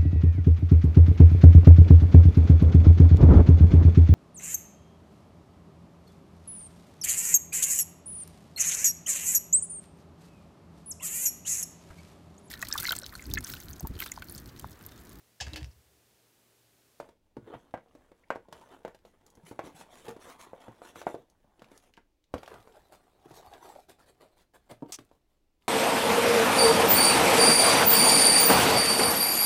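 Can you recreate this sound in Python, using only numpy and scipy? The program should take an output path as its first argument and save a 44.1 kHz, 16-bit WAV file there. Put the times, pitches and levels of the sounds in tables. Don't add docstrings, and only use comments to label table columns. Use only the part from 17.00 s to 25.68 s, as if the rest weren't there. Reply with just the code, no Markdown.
import sys
import numpy as np
from scipy import signal
from scipy.fft import rfft, irfft, next_fast_len
from scipy.io import wavfile
from scipy.ndimage import uniform_filter1d, map_coordinates

SR = 44100
rng = np.random.default_rng(int(sys.argv[2]) if len(sys.argv) > 2 else 0)


def digitize_waveform(pressure):
    field = np.atleast_2d(pressure).T
    bounded = np.clip(field, -1, 1)
    quanta = np.round(bounded * 32767).astype(np.int16)
    wavfile.write(sys.argv[1], SR, quanta)


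N = 382788

# t/s, handling level before trims/dB
UNLOADING = [(0, -53.5), (0.2, -80.5), (0.34, -78), (0.42, -67), (0.6, -61), (0.72, -70.5), (1.49, -73),
             (1.56, -55.5), (1.88, -64.5), (2.0, -73.5), (2.42, -64.5), (2.68, -60.5), (4.19, -59.5),
             (4.26, -74), (4.5, -74.5), (4.72, -61.5), (5.12, -90)]
# t/s, handling level before trims/dB
TURNING = [(5.28, -89), (5.38, -56.5), (5.66, -61.5), (6.2, -69.5), (6.3, -56.5), (6.78, -60),
           (6.86, -75.5), (7.32, -69), (7.5, -87), (7.66, -70), (8.06, -74.5), (8.24, -85.5), (8.68, -91)]


def amp(db):
    return 10 ** (np.asarray(db) / 20)


def unit(x):
    return x / np.sqrt(np.mean(x ** 2) + 1e-20)


def burst(x):
    return x / np.sqrt(np.mean(x[:SR // 50] ** 2) + 1e-20)


def along(points, hz):
    f, value = np.transpose(points)
    return np.interp(np.log(hz + 1), np.log(f + 1), value)


def curve(rows):
    times, values = np.transpose(rows)
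    return np.interp(np.arange(N) / SR, times, values)


def wobble(rate):
    points = rng.standard_normal(int(N * rate / SR) + 4)
    return map_coordinates(points, [np.arange(N) * rate / SR])


def filtered(x, response):
    size = next_fast_len(N + 8192)
    hz = np.fft.rfftfreq(size, 1 / SR)
    return irfft(rfft(x, size) * response(hz), size)[:N]


def coloured(x, spectrum):
    return unit(filtered(x, lambda hz: amp(along(spectrum, hz))))


def band(x, lo_hz, hi_hz, order=2):
    edges = [lo_hz, min(hi_hz, SR / 2 - 1)]
    return signal.sosfilt(signal.butter(order, edges, 'band', fs=SR, output='sos'), x)


def add(track, s, x):
    start = max(round(s * SR), 0)
    track[start:start + len(x)] += x[:N - start]


def in_room(x, wet_db):
    # f/Hz, t60/s
    room_decay = [(100, 0.15), (300, 0.23), (800, 0.14), (2500, 0.2), (12000, 0.14)]
    hz, t, z = signal.stft(rng.standard_normal(SR // 2), SR, nperseg=256)
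    decay = amp(-60 * t / along(room_decay, hz)[:, None])
    tail = signal.istft(z * decay, SR, nperseg=256)[1]
    tail *= 1 - np.exp(-np.arange(len(tail)) / SR / 0.0073)
    wet = signal.fftconvolve(x, tail / np.linalg.norm(tail))[:len(x)]
    return x + amp(wet_db) * wet


def struck(t, hz, t60):
    return np.sin(2 * np.pi * hz * t) * amp(-60 * t / t60)


def crack(t, t60, scatter_db):
    scatter = rng.standard_normal(len(t)) * amp(-60 * t / t60)
    return (t == 0) + amp(scatter_db) * scatter / np.linalg.norm(scatter)


def catches(rate, spread_db):
    moments = rng.random(N) < rate / SR
    signs = rng.choice([-1, 1], N)
    strength = amp(spread_db * np.minimum(rng.standard_normal(N), 2))
    return unit(moments * signs * strength)


def room_air():
    # f/Hz, relative level/dB
    air_spectrum = [(12, -23), (20, 1), (27, -14.5), (53, -11), (172, -37), (308, -21.5), (397, -28),
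                    (655, -34), (1650, -45), (2120, -40.5), (5470, -45), (8790, -50.5), (15800, -52)]
    return amp(-74) * coloured(rng.standard_normal(N), air_spectrum)


def hollow_ring(t, pitch_hz, modes):
    ring = np.zeros(len(t))
    for hz, level_db, t60 in modes:
        octaves_away = abs(np.log2(hz / pitch_hz))
        drive = rng.choice([-1, 1]) * amp(rng.normal(0, 3.8) - 2 * octaves_away)
        ring += drive * amp(level_db) * struck(t, hz, t60)
    return ring


def knocks():
    # thump/dB, clack/dB, tick/dB
    blows = [(0.0, -34.5, 645, -19, -6, -17), (0.089, -51, 390, -16, -6.5, -11.5),
             (0.367, -39, 420, 0, -9.5, -22), (0.539, -37.5, 506, -15, -5, -26),
             (0.739, -28.5, 727, -15.5, -7.5, -26.5), (0.775, -57.5, 590, 3, 9, -10),
             (0.86, -57, 520, -18, -17, -25), (0.95, -46, 300, -15, -12, -16.5),
             (1.116, -51, 423, -28, -7, -17), (1.303, -26.5, 620, -26, 2, -20.5),
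             (1.357, -35, 686, -10, -6, -23.5), (1.484, -50, 607, -5, -19, -17),
             (1.5256, -40, 965, -11, -4, -8), (1.849, -31.5, 625, -17, -7, -20.5),
             (1.878, -41.5, 516, -12, -4, -14.5), (1.946, -51.5, 570, -25, -5.5, -5),
             (2.05, -49, 510, -12, -9.5, -11.5), (2.372, -51, 342, 1, -12, -26),
             (2.511, -36.5, 252, -10, -16, -19.5), (2.591, -30.5, 620, -15, -2, -18.5),
             (2.637, -48, 579, 1, -16, -14), (2.811, -46.5, 805, -10, -2.5, -6),
             (3.082, -45, 463, 8.5, -5, -0.5), (3.164, -42, 385, -24, -11, -19),
             (3.532, -37, 580, -28, -13.5, -42), (3.681, -42.5, 527, 0, -7, -22),
             (3.817, -43, 560, -32, -4.5, -29), (3.957, -44.5, 506, -2, 3, -10.5),
             (4.015, -43.5, 520, -22, 2.5, -6.5), (4.067, -22.5, 700, -20, -8, -31.5),
             (4.143, -29, 514, -15, -23, -30), (4.443, -60.5, 585, -3, -19, -18),
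             (4.619, -49.5, 620, -2.5, -1, -7.5), (4.715, -50, 383, -10, -11, -9),
             (4.975, -49.5, 1020, -6.5, 0.5, -16.5), (5.339, -27, 614, -7, -7, -15.5),
             (5.431, -42.5, 791, -24, -2, -8), (5.477, -45.5, 667, -11, 2.5, -5),
             (5.54, -46, 614, -14, -4, -7.5), (5.673, -50, 590, -23, -4, -18),
             (5.928, -55, 615, -23, -8, -16), (6.256, -50.5, 340, 1.5, -22, -13),
             (6.309, -45.5, 400, -7.5, -13, -15), (7.711, -42.5, 610, -1.5, -12, -6),
             (7.822, -31.5, 336, -5.5, -23, -33.5), (7.987, -46, 305, -4, -1.5, -4.5),
             (8.113, -53, 570, -13, -9, -17.5)]
    # f/Hz, level/dB, t60/s
    hollow_modes = [(70.9, -13.5, 0.099), (119, -5, 0.15), (165, 0, 0.095), (221.4, -4, 0.12),
                    (290, -0.5, 0.038), (352, -2, 0.086), (465.3, 4, 0.13), (580, 8, 0.086),
                    (672, 7.5, 0.046), (920.5, 5, 0.065), (1114, -1.5, 0.058), (1440, -10, 0.074),
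                    (1572, -5, 0.045), (1957, -16.5, .06)]
    contact_s = 0.00029
    softening = 0.5
    out, t = np.zeros(N), np.arange(SR // 2) / SR
    for s, db, pitch_hz, thump_db, clack_db, tick_db in blows:
        ring = hollow_ring(t, pitch_hz, hollow_modes)
        thump = burst(band(ring, 43, 350, order=3))

        low_scatter = burst(band(crack(t, 0.069, 4.8), 430, 930))
        rattle = burst(burst(band(ring, 380, 1300)) + low_scatter)
        panel = burst(burst(struck(t, pitch_hz, 0.012)) + amp(-6) * rattle)

        high_scatter = burst(band(crack(t, 0.1, 3.3), 780, 3600))
        shell = burst(burst(band(ring, 1200, 2500)) + high_scatter)
        hard_contact = burst(burst(struck(t, 1300, 0.0045)) + amp(-3) * shell)
        clack = burst(band(hard_contact, 750, 2300, order=3))
        tick = burst(band(crack(t, 0.04, 0), 1500, 4500, order=1))

        blow = amp(thump_db - 5.5) * thump
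        blow += amp(-5.5) * band(panel, 220, 1400)
        blow += amp(clack_db - 8) * clack
        blow += amp(tick_db - 5) * band(tick, 1800, 17000)
        contact = contact_s * amp(-softening * clack_db)
        blow *= 1 - np.exp(-t / max(contact, 1 / SR))
        add(out, s + 0.0005, in_room(amp(db) * blow, wet_db=-10))
    return out


def stroke(t, length, swell_db):
    attack_s, release_t60, arch_db = 0.014, 0.082, 3.5
    course = np.clip(t / length, 0, 1) - 0.5
    held = amp(swell_db * course - arch_db * (2 * course) ** 2)
    release = amp(-60 * np.maximum(t - length, 0) / release_t60)
    return np.clip(t / attack_s, 0, 1) * held * release


def sliding_levels(handling, steady_hiss_db):
    # start t/s, length t/s, wall scraping level/dB, hiss level/dB, swell from start to end/dB
    slides = [(0.439, 0.12, -51, -93, 13.5), (0.911, 0.21, -68, -82, -11), (1.14, 0.088, -76, -78.5, 0),
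              (1.702, 0.058, -52.5, -69, -8), (2.049, 0.062, -68, -70.5, -8), (2.451, 0.076, -60, -58, -6),
              (2.629, 0.065, -48.5, -60.5, -5), (2.741, 0.078, -58, -55.5, 4.5),
              (2.902, 0.136, -56.5, -59.5, -0.5), (3.034, 0.076, -48, -57.5, 4),
              (3.191, 0.135, -53.5, -57, 8.5), (3.383, 0.064, -55.5, -54.5, -4),
              (3.452, 0.033, -55.5, -76, -7), (3.594, 0.09, -55.5, -69.5, -8),
              (3.817, 0.087, -53.5, -59.5, 4), (3.946, 0.075, -51, -55.5, 3), (4.056, 0.098, -67, -61, -9),
              (4.695, 0.089, -81, -67.5, 9), (4.813, 0.078, -70, -71.5, -1), (5.496, 0.11, -51, -73, -9),
              (5.741, 0.037, -55, -72.5, -2), (5.91, 0.049, -54.5, -62, -2), (6.327, 0.069, -55, -58, 0),
              (6.45, 0.024, -56, -64, -5), (6.514, 0.054, -50.5, -67, -7), (6.616, 0.11, -54, -59.5, 2),
              (6.74, 0.11, -76, -68, 0), (6.88, 0.04, -53, -58.5, 3.5), (6.981, 0.058, -57.5, -67, 1),
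              (7.054, 0.053, -58, -64, 2), (7.198, 0.059, -56, -68.5, -7), (7.359, 0.068, -62.5, -68.5, 3),
              (7.532, 0.038, -55, -64.5, -5), (7.687, 0.038, -46.5, -56.5, -3),
              (7.875, 0.062, -57.5, -66, -3), (7.993, 0.032, -66, -69, -5), (8.114, 0.064, -72, -79, -3),
              (8.272, 0.097, -78, -85, 1), (8.6, 0.081, -73.5, -77.5, 4.5)]
    steady = amp(curve(handling))
    scrape_power = steady ** 2
    hiss_power = (amp(steady_hiss_db) * steady) ** 2
    t = np.arange(SR // 2) / SR
    for s, length, wall_db, surface_db, swell_db in slides:
        gain = stroke(t, length, swell_db)
        add(scrape_power, s, (amp(wall_db) * gain) ** 2)
        add(hiss_power, s, (amp(surface_db) * gain) ** 2)
    return 10 * np.log10(scrape_power), 10 * np.log10(hiss_power)


def patchy(x, depth_db, size):
    z = signal.stft(x, nperseg=512)[2]
    across_pitch = uniform_filter1d(rng.standard_normal(z.shape), size, 0)
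    field = uniform_filter1d(across_pitch, 7, 1)
    return unit(signal.istft(z * amp(depth_db * unit(field)), nperseg=512)[1][:N])


def rubbing(handling, steady_hiss_db, scrape_spectrum, hiss_spectrum):
    # f/Hz, relative level/dB
    flex_spectrum = [(25, -12), (60, 0), (130, -4.5), (220, -4), (350, -10), (700, -35.5)]
    scrape_db, hiss_db = sliding_levels(handling, steady_hiss_db)
    grip_db = 1.2 * wobble(70)

    ridges = catches(rate=460, spread_db=3)
    shaking = patchy(ridges + amp(-6) * rng.standard_normal(N), depth_db=4, size=2)
    body = amp(scrape_db - 2.07 + grip_db) * coloured(shaking, scrape_spectrum)

    fibres = catches(rate=7400, spread_db=-0.5)
    fibres += amp(-3) * rng.standard_normal(N) + amp(-12) * ridges
    crackle = 0.5 * catches(rate=110, spread_db=5)
    rustle = patchy(fibres, depth_db=5, size=3) + crackle
    surface = amp(hiss_db - 1.8 + grip_db) * coloured(rustle, hiss_spectrum)

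    flex_db = 0.46 * scrape_db - 43 + wobble(12)
    flex = amp(flex_db) * coloured(rng.standard_normal(N), flex_spectrum)

    t = np.arange(N) / SR
    during = (t >= handling[0][0]) * (t < handling[-1][0])
    return in_room((body + surface + flex) * during, wet_db=-10)


def unloading():
    # f/Hz, relative level/dB
    scrape_spectrum = [(120, -29.5), (230, -3), (400, -1), (750, -1.5), (930, -2.5), (1200, -9),
                       (1700, -13), (2400, -24.5), (3500, -20), (7000, -62.5)]
    # f/Hz, relative level/dB
    hiss_spectrum = [(900, -18.5), (1900, 7.5), (3200, 4.5), (4200, 2), (4900, -2.5), (6300, 3), (9000, -1),
                     (11000, 1), (13000, -8.5), (15800, -10.5)]
    return rubbing(UNLOADING, -13.5, scrape_spectrum, hiss_spectrum)


def crinkles():
    pitch_hz, ticks_per_s, level_db = 3600, 16, -19
    t = np.arange(SR // 8) / SR
    flick = band(crack(t, 0.054, -1.8), pitch_hz * 0.36, pitch_hz * 1.3, order=1)
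    handling_db = curve(UNLOADING + TURNING)
    ticks = catches(rate=ticks_per_s, spread_db=5) * amp(handling_db + level_db)
    return signal.fftconvolve(ticks, flick / np.linalg.norm(flick))[:N]


def buckles():
    # t/s, level/dB, pitch f/Hz
    bumps = [(0.37, -53, 125), (0.425, -57, 117), (0.556, -51.5, 130), (2.435, -56, 165),
             (2.745, -59.5, 156), (3.085, -52, 115), (4.187, -63.5, 128), (4.592, -62.5, 330),
             (5.341, -42.5, 264), (5.343, -47.5, 80.5), (5.585, -62, 111), (6.31, -55, 127),
             (6.473, -64, 73), (7.826, -40.5, 290)]
    out, t = np.zeros(N), np.arange(SR // 3) / SR
    for s, db, pitch_hz in bumps:
        swing = struck(t, pitch_hz, 11 / pitch_hz)
        swing *= 1 - np.exp(-t / 0.004)
        add(out, s, in_room(amp(db) * burst(swing), wet_db=-11.5))
    return out


def snaps():
    # t/s, level before the trim below/dB, pitch f/Hz
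    flicks = [(0.8848, -64, 3230), (1.353, -50, 2740), (1.5262, -38, 3050), (1.5777, -57, 3040),
              (1.625, -55, 2870), (2.2652, -49, 7160), (2.3027, -52, 6900), (2.3531, -53, 6400),
              (2.4526, -56, 6150), (3.6178, -50, 3400), (4.3, -55, 6460), (4.595, -52, 3140),
              (4.6441, -47.5, 2800), (4.777, -44.5, 6620), (4.9385, -47.5, 3000), (4.970, -48, 2950),
              (5.2408, -59.5, 3900), (5.3815, -43, 3320), (5.461, -43, 3250), (5.7234, -56, 3320),
              (6.537, -42, 3760), (7.861, -60, 3270), (8.05, -59, 9240), (8.6228, -58, 2950)]
    out, t = np.zeros(N), np.arange(SR // 4) / SR
    for s, db, pitch_hz in flicks:
        flick = burst(band(crack(t, 0.055, 2.2), pitch_hz * 0.55, pitch_hz * 1.7))
        spit = burst(band(crack(t, 0.025, -4), 2500, 15000))
        ping = burst(struck(t, pitch_hz, 0.009))
        snap = flick + amp(-1.5) * ping + amp(-11) * spit
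        add(out, s, in_room(amp(db - 19.5) * snap, wet_db=-11))
    return out


def groans():
    # middle t/s, length t/s, level before the trim below/dB, pitch f/Hz
    squeaks = [(1.241, 0.007, -70.5, 2000), (2.661, 0.034, -59, 290), (3.294, 0.095, -65, 1100),
               (3.44, 0.085, -66, 1090), (5.774, 0.0084, -59.5, 602), (6.675, 0.033, -59, 740),
               (6.701, 0.0093, -54.5, 810), (6.762, 0.0063, -50, 670), (6.795, 0.011, -56.5, 694),
               (6.899, 0.014, -63.5, 717)]
    out, t = np.zeros(N), np.arange(SR // 2) / SR - 1 / 4
    for s, length, db, pitch_hz in squeaks:
        wall = band(rng.standard_normal(len(t)), pitch_hz * 0.89, pitch_hz * 1.11)
        swell = np.exp(-2 * (t / length) ** 2)
        judder = unit(wall * swell) * np.sqrt(np.mean(swell ** 2))
        add(out, s - 1 / 4, in_room(amp(db + 6.5) * judder, wet_db=-9.5))
    return out


def turning():
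    # f/Hz, relative level/dB
    scrape_spectrum = [(150, -39), (260, -11.5), (380, 0), (520, -3), (720, -0.5), (1100, -8), (1600, -13),
                       (2300, -21), (3500, -27), (7000, -60)]
    # f/Hz, relative level/dB
    hiss_spectrum = [(900, -23), (1900, -1), (2800, -2), (4200, 3), (5500, -4.5), (8000, -2), (10000, -4),
                     (12500, -4.5), (15800, -12.5)]
    return rubbing(TURNING, -11, scrape_spectrum, hiss_spectrum)


def rasp():
    # t/s, level before the trim below/dB
    jerks = [(7.922, -31.5), (7.94, -34.5)]
    # f/Hz, relative level/dB
    edge_spectrum = [(290, -47), (500, -33), (805, -9.5), (1060, -16.5), (1260, -6.5), (1460, -19.5),
                     (2060, -8), (2250, -11.5), (3470, -7.5), (3890, -10.5), (5580, 0.5), (7780, -3.5),
                     (15800, -22)]
    fade_db_per_s = 560.5
    length_s, release_t60 = 0.04, 0.015
    slips_per_s, doubling_s = 280, 0.05

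    clock = np.arange(N) / SR
    t = clock - jerks[0][0]
    force = np.max([(clock >= s) * amp(db - fade_db_per_s * abs(clock - s)) for s, db in jerks], axis=0)
    release = amp(-60 * np.maximum(t - length_s, 0) / release_t60)

    rate = slips_per_s * 2 ** (np.clip(t, 0, length_s) / doubling_s)
    travel = np.cumsum(rate * amp(4 * wobble(400))) / SR
    passed = np.floor(travel - travel[np.argmax(t > 0)])
    slips = np.diff(passed, prepend=passed[0]) / np.sqrt(rate)

    slip_fade = signal.lfilter([1], [1, -np.exp(-1 / (0.0037 * SR))], slips)
    chatter = slip_fade * rng.standard_normal(N)
    edge = amp(-3) * force * release * coloured(chatter, edge_spectrum)
    echoed = filtered(edge, lambda hz: 1 + 0.28 * np.exp(-2j * np.pi * hz * 0.0033))
    return in_room(echoed, wet_db=-25)


def scene():
    hits = knocks() + buckles() + snaps()
    slides = unloading() + turning() + groans() + rasp()
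    return room_air() + hits + slides + crinkles()


def record(dry):
    return filtered(dry, lambda hz: hz < 15900)[None]


dry = scene()
out = record(dry)
digitize_waveform(out)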